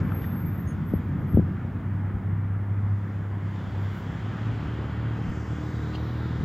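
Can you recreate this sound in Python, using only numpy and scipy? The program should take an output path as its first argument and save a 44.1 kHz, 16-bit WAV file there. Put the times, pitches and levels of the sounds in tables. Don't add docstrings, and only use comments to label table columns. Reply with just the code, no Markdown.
import sys
import numpy as np
from scipy import signal
from scipy.io import wavfile
from scipy.ndimage import uniform_filter1d

SR = 44100
rng = np.random.default_rng(int(sys.argv[2]) if len(sys.argv) > 2 else 0)


def invert_db(level):
    return 10 ** (np.asarray(level, dtype=float) / 20)


def to_wav(sig):
    pcm = np.clip(np.atleast_2d(sig), -1, 1) * 32767
    pcm = np.round(pcm).astype(np.int16)
    wavfile.write(sys.argv[1], SR, pcm.T)


N = 284123
T = np.arange(N) / SR
FRAMES = np.arange(N // 256 + 5) * 256 / SR
HZ = np.fft.rfftfreq(1024, 1 / SR)[:, None] + 1

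# t/s, shaft speed f/Hz, firing tone level/dB, pull/1 (0 coasting, 1 working)
ENGINE = [(0, 32.8, -36, .26), (.2, 31.12, -33, .25), (.45, 32.62, -38, 0), (.85, 32.34, -39.5, .22),
          (1.08, 30.12, -33.5, .2), (1.35, 30.19, -32.5, 0.2), (1.8, 32.53, -32.5, .12),
          (2.12, 32.77, -25.5, 0), (2.45, 33.08, -28.5, 0.02), (2.9, 33.6, -24.5, 0), (3.1, 33.5, -33, 0),
          (3.46, 33.2, -27.5, 0), (3.88, 32.82, -27, .2), (4.12, 32.86, -36.5, 0.38), (4.42, 36.8, -29, .5),
          (4.75, 37.59, -32.5, 0.89), (5.75, 38.1, -31.5, .96), (6.44, 39.9, -33.5, 1)]
# order/1, level/dB
COASTING = [(1, -39), (2, -23), (3, 0), (4, -22), (5, -13), (6, -14.5), (7, -22.5), (8, -25), (9, -24.5),
            (10, -33.5), (11, -28.5), (12, -41), (13, -39)]
# order/1, level/dB
WORKING = [(1, -28), (2, -2), (3, 0), (4, -7), (5, -10), (6, -13), (7, -19), (8, -8.5), (9, -24), (10, -20),
           (11, -22), (12, -25), (13, -23)]
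# order/1, level/dB
HALF_ORDERS = [(2.5, -29), (4.5, -20.5), (6.5, -17), (9.5, -23)]
# t/s, depth/dB, half length/s
FADES = [(2.189, 12.5, .04), (3.516, 6, 0.028), (3.647, 10.5, 0.095), (3.992, 20, .03), (4.318, 18, 0.016),
         (4.63, 7, 0.056), (4.907, 4.5, .09), (5.288, 8, .03), (5.43, 11, .03), (5.58, 5, .03),
         (5.71, 6, 0.023), (5.92, 5.5, 0.074)]

# t/s, nearness/dB, wetness/dB, lag between ports/ms, hiss pitch factor/1
CARS = [(0, -5, 2.5, .086, 1), (.3, -4.5, 0.5, .1, 1.05), (.5, -9, 2, .11, 1.08), (.75, -6, 1, .12, 1.01),
        (1.95, -7, -2.5, 0.035, .95), (2.55, -11, -1, .012, 0.99), (3.14, -5.5, 1.5, 0.0067, 1.023),
        (3.36, -6, 0, .006, .99), (3.56, 1.5, -1, .008, 1.04), (3.95, 3.5, .5, .013, 1.01),
        (4.57, 6.5, -3.5, .04, .96), (5.06, 5, -5.5, .08, 0.98), (5.31, 4, 2.5, .11, 0.92),
        (5.42, 1.5, 5.5, .13, 0.91), (5.7, 2.5, 4.5, .16, 1.12), (5.9, 3.5, 1.5, .18, 1.14),
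        (6.08, 5.5, -4.5, .22, 1.17), (6.44, 5, -2, .26, 1.08)]
# f/Hz, level/dB per Hz
ROAR = [(150, -31.5), (250, -2.5), (417, -15), (457, -18.5), (826, -11.5), (1340, -12), (2040, -18.5),
        (2760, -40.5), (3360, -40), (4000, -54.5), (5200, -83), (8800, -120)]
# f/Hz, level/dB per Hz
NEAR_ROAR = [(200, -12.5), (300, -4.5), (450, 3), (700, -1.5), (1000, -1.5), (1500, -2.5), (1900, -5.5),
             (2300, -10.5), (3000, -20.5), (4500, -45.5)]
# f/Hz, level/dB per Hz
HISS = [(1500, -23), (2300, -4), (2800, -0.2), (3400, 1.5), (3680, -5), (4500, -11), (5300, -17.5),
        (6500, -37)]
# f/Hz, level/dB per Hz
SPRAY = [(3500, -29), (4600, 3.5), (6000, -0.5), (7200, -0.5), (7700, -4), (8100, -13.5)]
# f/Hz, level/dB per Hz
AIR = [(8500, -28), (11000, 0), (13000, 2), (15500, 1.5), (16000, -3)]
# f/Hz, level/dB per Hz
RUMBLE = [(24, -47), (40, -19), (78, -2.5), (107, 5), (362, -16.5), (439, -19), (700, -40.5), (910, -62.5),
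          (1540, -120)]
# f/Hz, level/dB per Hz
BOOM = [(70, -28), (110, -1.5), (170, 2.5), (250, -6.5), (340, -15.5), (500, -43.5)]
# f/Hz, likeness/1
LIKENESS = [(60, 0.83), (150, 1.0), (380, 0.98), (950, 0.96), (2380, 0.98), (5980, 1), (15000, 0.83)]
# t/s, level/dB, rise/s, fall/s
PUDDLES = [
    (0.001, 10, .01, .03),
    (.24, 5, .07, .05),
]
# t/s, level/dB, rise/s, fall/s
PASSED = [
    (.15, -45.5, 1.5, .7),
]
# t/s, level/dB, rise/s, fall/s
FAR = [
    (0.001, -31, .5, 1.5),
    (1.27, -33, 0.95, .9),
    (2.05, -37.5, .9, 0.83),
    (4.55, -37, 2.6, 1),
]
# t/s, level/dB, rise/s, fall/s
AIR_SWELLS = [
    (3.84, -73.5, .12, 0.045),
    (3.98, -68.5, .14, .1),
    (5.7, -79, 0.35, .6),
    (6.05, -75, .7, .8),
]

# t/s, pitch offset f/Hz, level/dB, half length/s
SQUEALS = [(.07, -35, -68, 0.067), (.166, -7, -52.5, 0.075), (.25, 7, -55, .09), (.33, 15.5, -59, 0.11),
           (.395, -20, -56, .07), (.476, 45.5, -56, 0.055), (.57, 24.5, -61, 0.1), (.72, -15.5, -80, .2),
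           (.89, -46.5, -60.5, 0.037), (.95, -58.5, -61, 0.046), (1.05, -75, -81, .12),
           (1.21, -12.5, -77, .07), (1.335, 14.5, -60, 0.067), (1.47, 59.5, -84, .15)]
# t/s, pitch offset f/Hz, level/dB, half length/s
LOW_SQUEALS = [
    (.41, -70, -65, 0.036),
    (.47, 0, -64, .06),
    (.53, 85, -66, .07),
    (.61, 25, -68, .08),
    (.7, -40, -81, .12),
]
# t/s, level/dB
CHIRP = [
    (.655, -29),
    (.68, 4),
    (.71, 1.5),
    (.745, -19),
    (.77, -24),
]
# f/Hz, level/dB
CHIRP_TONES = [(6506, -66), (9675, -69.5)]

# t/s, level/dB, f/Hz, t60/s
KNOCKS = [(.092, -36, 2300, .008), (.120, -25, 1400, .014), (.1205, -39, 2400, .006),
          (.221, -40, 3300, .005), (.242, -32, 1900, .022), (.322, -49, 3600, .008),
          (1.9715, -42, 1500, .015), (3.3185, -42, 1500, .015), (5.723, -38, 1500, .015),
          (5.936, -45, 2870, .04), (5.951, -41.5, 3190, .045), (5.953, -43, 2870, .04),
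          (5.944, -47, 3450, .04)]
# t/s, level/dB
SPLASH = [
    (5.9, -71),
    (5.935, -55),
    (5.955, -43),
    (5.975, -59),
    (6.02, -72),
]
# f/Hz, width/Hz, level/dB
SLUSH = [(3000, 700, -2), (4100, 900, -3)]
# t/s, level/dB
TICKS = [
    (5.296, -41),
]

# t/s, level/dB, rise/s, fall/s
WIND = [
    (.06, -30, .2, .2),
    (.9, -30, .16, .22),
    (1.32, -29.5, .4, 0.24),
    (2.14, -29, .4, 0.35),
    (3.66, -32.5, .17, .15),
    (4.5, -31.5, .16, .35),
    (5.28, -32.5, .2, .3),
    (5.82, -42.5, 0.12, .15),
    (6.42, -29, .12, .1),
]
# f/Hz, level/dB per Hz
GUSTY = [(15, -40.5), (25, -31), (70, -5), (124, 6), (189, 4), (377, -16), (413, -36.5), (509, -16.5),
         (609, -37.5), (900, -36.5), (1170, -55), (1980, -120)]
# t/s, level/dB, first pitch f/Hz, t60/s
EDDIES = [(.916, -15, 149.8, .05), (.9362, -6.5, 298, 0.024), (.950, -13.5, 119.9, 0.057),
          (1.333, -15.5, 219, 0.036), (1.3425, -4, 135.3, 0.074), (1.3715, -3.5, 325, 0.039),
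          (1.3805, -8.5, 200, 0.027), (1.388, -5.5, 170, 0.045), (1.3945, -8.5, 260, 0.045),
          (1.423, -15, 152, .06), (1.647, -20, 188, 0.039), (2.135, -21.5, 89.6, .12),
          (2.19, -28, 65.1, 0.11), (4.505, -24, 120, 0.089), (6.388, -16.5, 119.2, .1)]
# f/Hz, level/dB per Hz
SELF_NOISE = [(2000, -2.5), (7000, -0.5), (12000, 0.5), (16000, 0.5)]


def engine():
    speed_hz, firing_db, pull = columns(ENGINE)
    speed_hz = uniform_filter1d(speed_hz, SR // 4)
    pull = np.clip(pull, 0, 1)
    nearing_db = 1.8 * np.maximum(T - 5.0, 0)
    orders_db = -31 + .3 * (uniform_filter1d(firing_db, SR) + 30.5) - 3.5 * pull + nearing_db
    coarse_t = T[::64]
    dips = sum(db * np.exp(-((coarse_t - s) / half) ** 2) for s, db, half in FADES)
    fade_db = np.interp(T, coarse_t, dips)
    turn = 2 * np.pi * np.cumsum(speed_hz * (1 + .0025 * drift(.03))) / SR
    waver_db = (2.0 + .3 * pull + 2.5 * np.exp(-(T / 1.2) ** 4)) * drift(0.02)
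    out = invert_db(firing_db - fade_db + waver_db) * np.cos(3 * turn)
    halves = [((k, db - 15.5), (k, db)) for k, db in HALF_ORDERS]
    for (k, coast_db), (_, work_db) in list(zip(COASTING, WORKING)) + halves:
        db = orders_db + coast_db + pull * (work_db - coast_db) + 1.7 * drift(.08)
        phase = k * turn + .4 * k + .25 * drift(.07)
        out += (k != 3) * invert_db(db) * np.cos(phase)
    return np.sqrt(2) * out


def road():
    near_db, wet_db, lag_ms, hiss_pitch = columns(CARS, FRAMES)
    late_db = columns(CARS, FRAMES - .15)[0]
    late_db = uniform_filter1d(late_db, size=90, mode="nearest")
    close = np.clip(.6 + .3 * np.exp(-FRAMES / .5), 0, 1)
    far_colour = read(ROAR, HZ)
    roar_colour = far_colour + close * (read(NEAR_ROAR, HZ) - far_colour)
    roar = band(swells(PASSED, -44.5 + .3 * late_db, FRAMES), roar_colour)

    water_db = near_db + swells(PUDDLES, 0, FRAMES)
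    hiss = band(-61.5 + water_db, read(HISS, HZ / hiss_pitch))
    tilt_db = (2 + .5 * wet_db) * np.log2(HZ / 6000)
    spray = band(-70.6 + water_db + wet_db, read(SPRAY, HZ) + tilt_db)
    air = band(swells(AIR_SWELLS, -86, FRAMES) + 1.5, read(AIR, HZ))
    rumble = band(swells(FAR, -37.5, FRAMES), read(RUMBLE, HZ))
    leaving_db = -33 - 12 * np.maximum(FRAMES - 1.52, 0)
    boom = band(leaving_db, read(BOOM, HZ))

    likeness = read(LIKENESS, np.clip(HZ, LIKENESS[0][0], LIKENESS[-1][0]))
    apart = np.sqrt(np.clip(1 - likeness, 0, 1) / 2)
    apart = apart * np.clip(HZ / 600, .12, 1)
    lead = 0.17 * np.sin(np.pi * HZ * lag_ms / 1000)
    return noise(roar + hiss + spray + air + rumble + boom, 1.0, apart, lead)


def brakes():
    out = np.zeros(N)
    coarse_t = T[::64]
    for rows, pad_hz in (SQUEALS, 12485), (LOW_SQUEALS, 12030):
        hz = pad_hz + columns(rows)[0]
        grabs = [(s, db, half, half) for s, _, db, half in rows]
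        db = np.interp(T, coarse_t, swells(grabs, -140, coarse_t, bend=2))
        line = np.cos(2 * np.pi * np.cumsum(hz + 18 * drift(.015)) / SR)
        skirt = evened(resonate(resonate(rng.standard_normal(N), hz, 130), hz, 130))
        out += invert_db(db + .6) * (1.6 * line + 0.55 * skirt)
    on = (T > CHIRP[0][0]) & (T < CHIRP[-1][0])
    for hz, db in CHIRP_TONES:
        level = invert_db(columns(CHIRP)[0] + db + 6 + 2.5 * drift(.004))
        out += on * level * np.cos(2 * np.pi * np.cumsum(hz + 12 * drift(.01)) / SR)
    return out


def crossing():
    on = (T > SPLASH[0][0]) & (T < SPLASH[-1][0])
    drops = rng.standard_normal(N) * invert_db(2.4 * drift(0.0019))
    slush = evened(sum(invert_db(db) * resonate(resonate(drops, hz, w), hz, w) for hz, w, db in SLUSH))
    return rings(KNOCKS, 0.75, 0.015) + on * invert_db(columns(SPLASH)[0] - 3.5) * slush


def ticks():
    out = np.zeros(N)
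    for s, db in TICKS:
        out[round(s * SR)] = invert_db(db)
    return out


def wind():
    gust_db = swells(WIND, -35 - 3 * FRAMES, FRAMES)
    pressure = noise(band(gust_db - 4.5, read(GUSTY, HZ)), 2.6, .25)
    lumps = invert_db(3.4 * drift(0.024) - 2.0) * pressure
    lowpass = signal.butter(6, 800, fs=SR, output="sos")
    eddies = signal.sosfilt(lowpass, rings(EDDIES, .3, .2))
    return lumps * invert_db(np.array([[.4], [-.4]])) + eddies * invert_db(np.array([[1.2], [-1.3]]))


def noise(power, patchy_db, apart, lead=0):
    a, b, c, d, patches = rng.standard_normal((len(FRAMES), len(HZ), 5)).T
    patches = evened(uniform_filter1d(uniform_filter1d(patches, 8, 0), 14, 1))
    mid = a + 1j * b
    side = apart * (c + 1j * d) + 1j * lead * mid
    z = np.array([mid + side, mid - side]) * np.sqrt(power) * invert_db(patchy_db * patches)
    out = signal.istft(z, nperseg=1024, noverlap=768)[1][:, :N]
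    return evened(out) * np.sqrt(power.sum(0).mean())


def resonate(x, hz, width):
    turn = np.exp(2j * np.pi * np.cumsum(hz * np.ones(len(x))) / SR)
    r = np.exp(-np.pi * width / SR)
    return 2 * (turn * signal.lfilter([1 - r], [1, -r], x / turn)).real


def rings(events, soft_cycles, sag):
    out = np.zeros(N + SR)
    t = np.arange(SR // 8) / SR
    for s, db, hz, t60 in events:
        cycles = hz * t / (1 + sag * np.minimum(hz * t, 2))
        level = invert_db(db - 60 * t / t60) * np.minimum(t * hz / soft_cycles, 1)
        out[round(s * SR):][:len(t)] += np.sin(2 * np.pi * cycles) * level
    return out[:N]


def swells(rows, base_db, t, bend=1):
    power = invert_db(2 * base_db) + 0 * t
    for s, db, rise, fall in rows:
        distance = np.maximum((s - t) / rise, (t - s) / fall)
        power = power + invert_db(2 * (db - 20 * distance ** bend))
    return 10 * np.log10(power)


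def band(level_db, colour_db):
    power = invert_db(2 * colour_db)
    return invert_db(2 * level_db) * power / power.sum(0)


def read(points, hz):
    f, value = np.transpose(points)
    return np.interp(np.log(hz), np.log(f), value, left=-150, right=-150)


def columns(rows, t=T):
    s, *values = np.transpose(rows)
    return [np.interp(t, s, v) for v in values]


def drift(seconds):
    span = max(int(seconds * SR / 32), 2)
    coarse = uniform_filter1d(uniform_filter1d(rng.standard_normal(N // 32 + 2), span), span)
    return np.interp(T, np.arange(len(coarse)) * 32 / SR, evened(coarse))


def evened(x):
    return x / np.sqrt(np.mean(x ** 2) + 1e-20)


def scene():
    near = brakes() + crossing() + ticks()
    early = .3 * np.roll(near, 1) * np.array([[1], [-1]])
    return engine() + road() + wind() + near * invert_db(np.array([[.4], [-.4]])) + early


def top_cut(x):
    return signal.sosfilt(signal.butter(12, 15960, fs=SR, output="sos"), x)


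def record(dry):
    jolt_s, jolt_db, jolt_length_s = 5.296, -32, 0.038
    jolt = invert_db(jolt_db) * np.exp(-((T - jolt_s) / (jolt_length_s / 3)) ** 2)
    hiss = noise(band(-76.5 + 0 * FRAMES, read(SELF_NOISE, HZ)), .4, 0.32)
    wind_cut = signal.butter(4, 52, "high", fs=SR, output="sos")
    mix = signal.sosfilt(wind_cut, dry) + jolt + hiss
    mix = mix * np.minimum(T / 0.0018, 1)
    return top_cut(mix)


dry = scene()
out = record(dry)
to_wav(out)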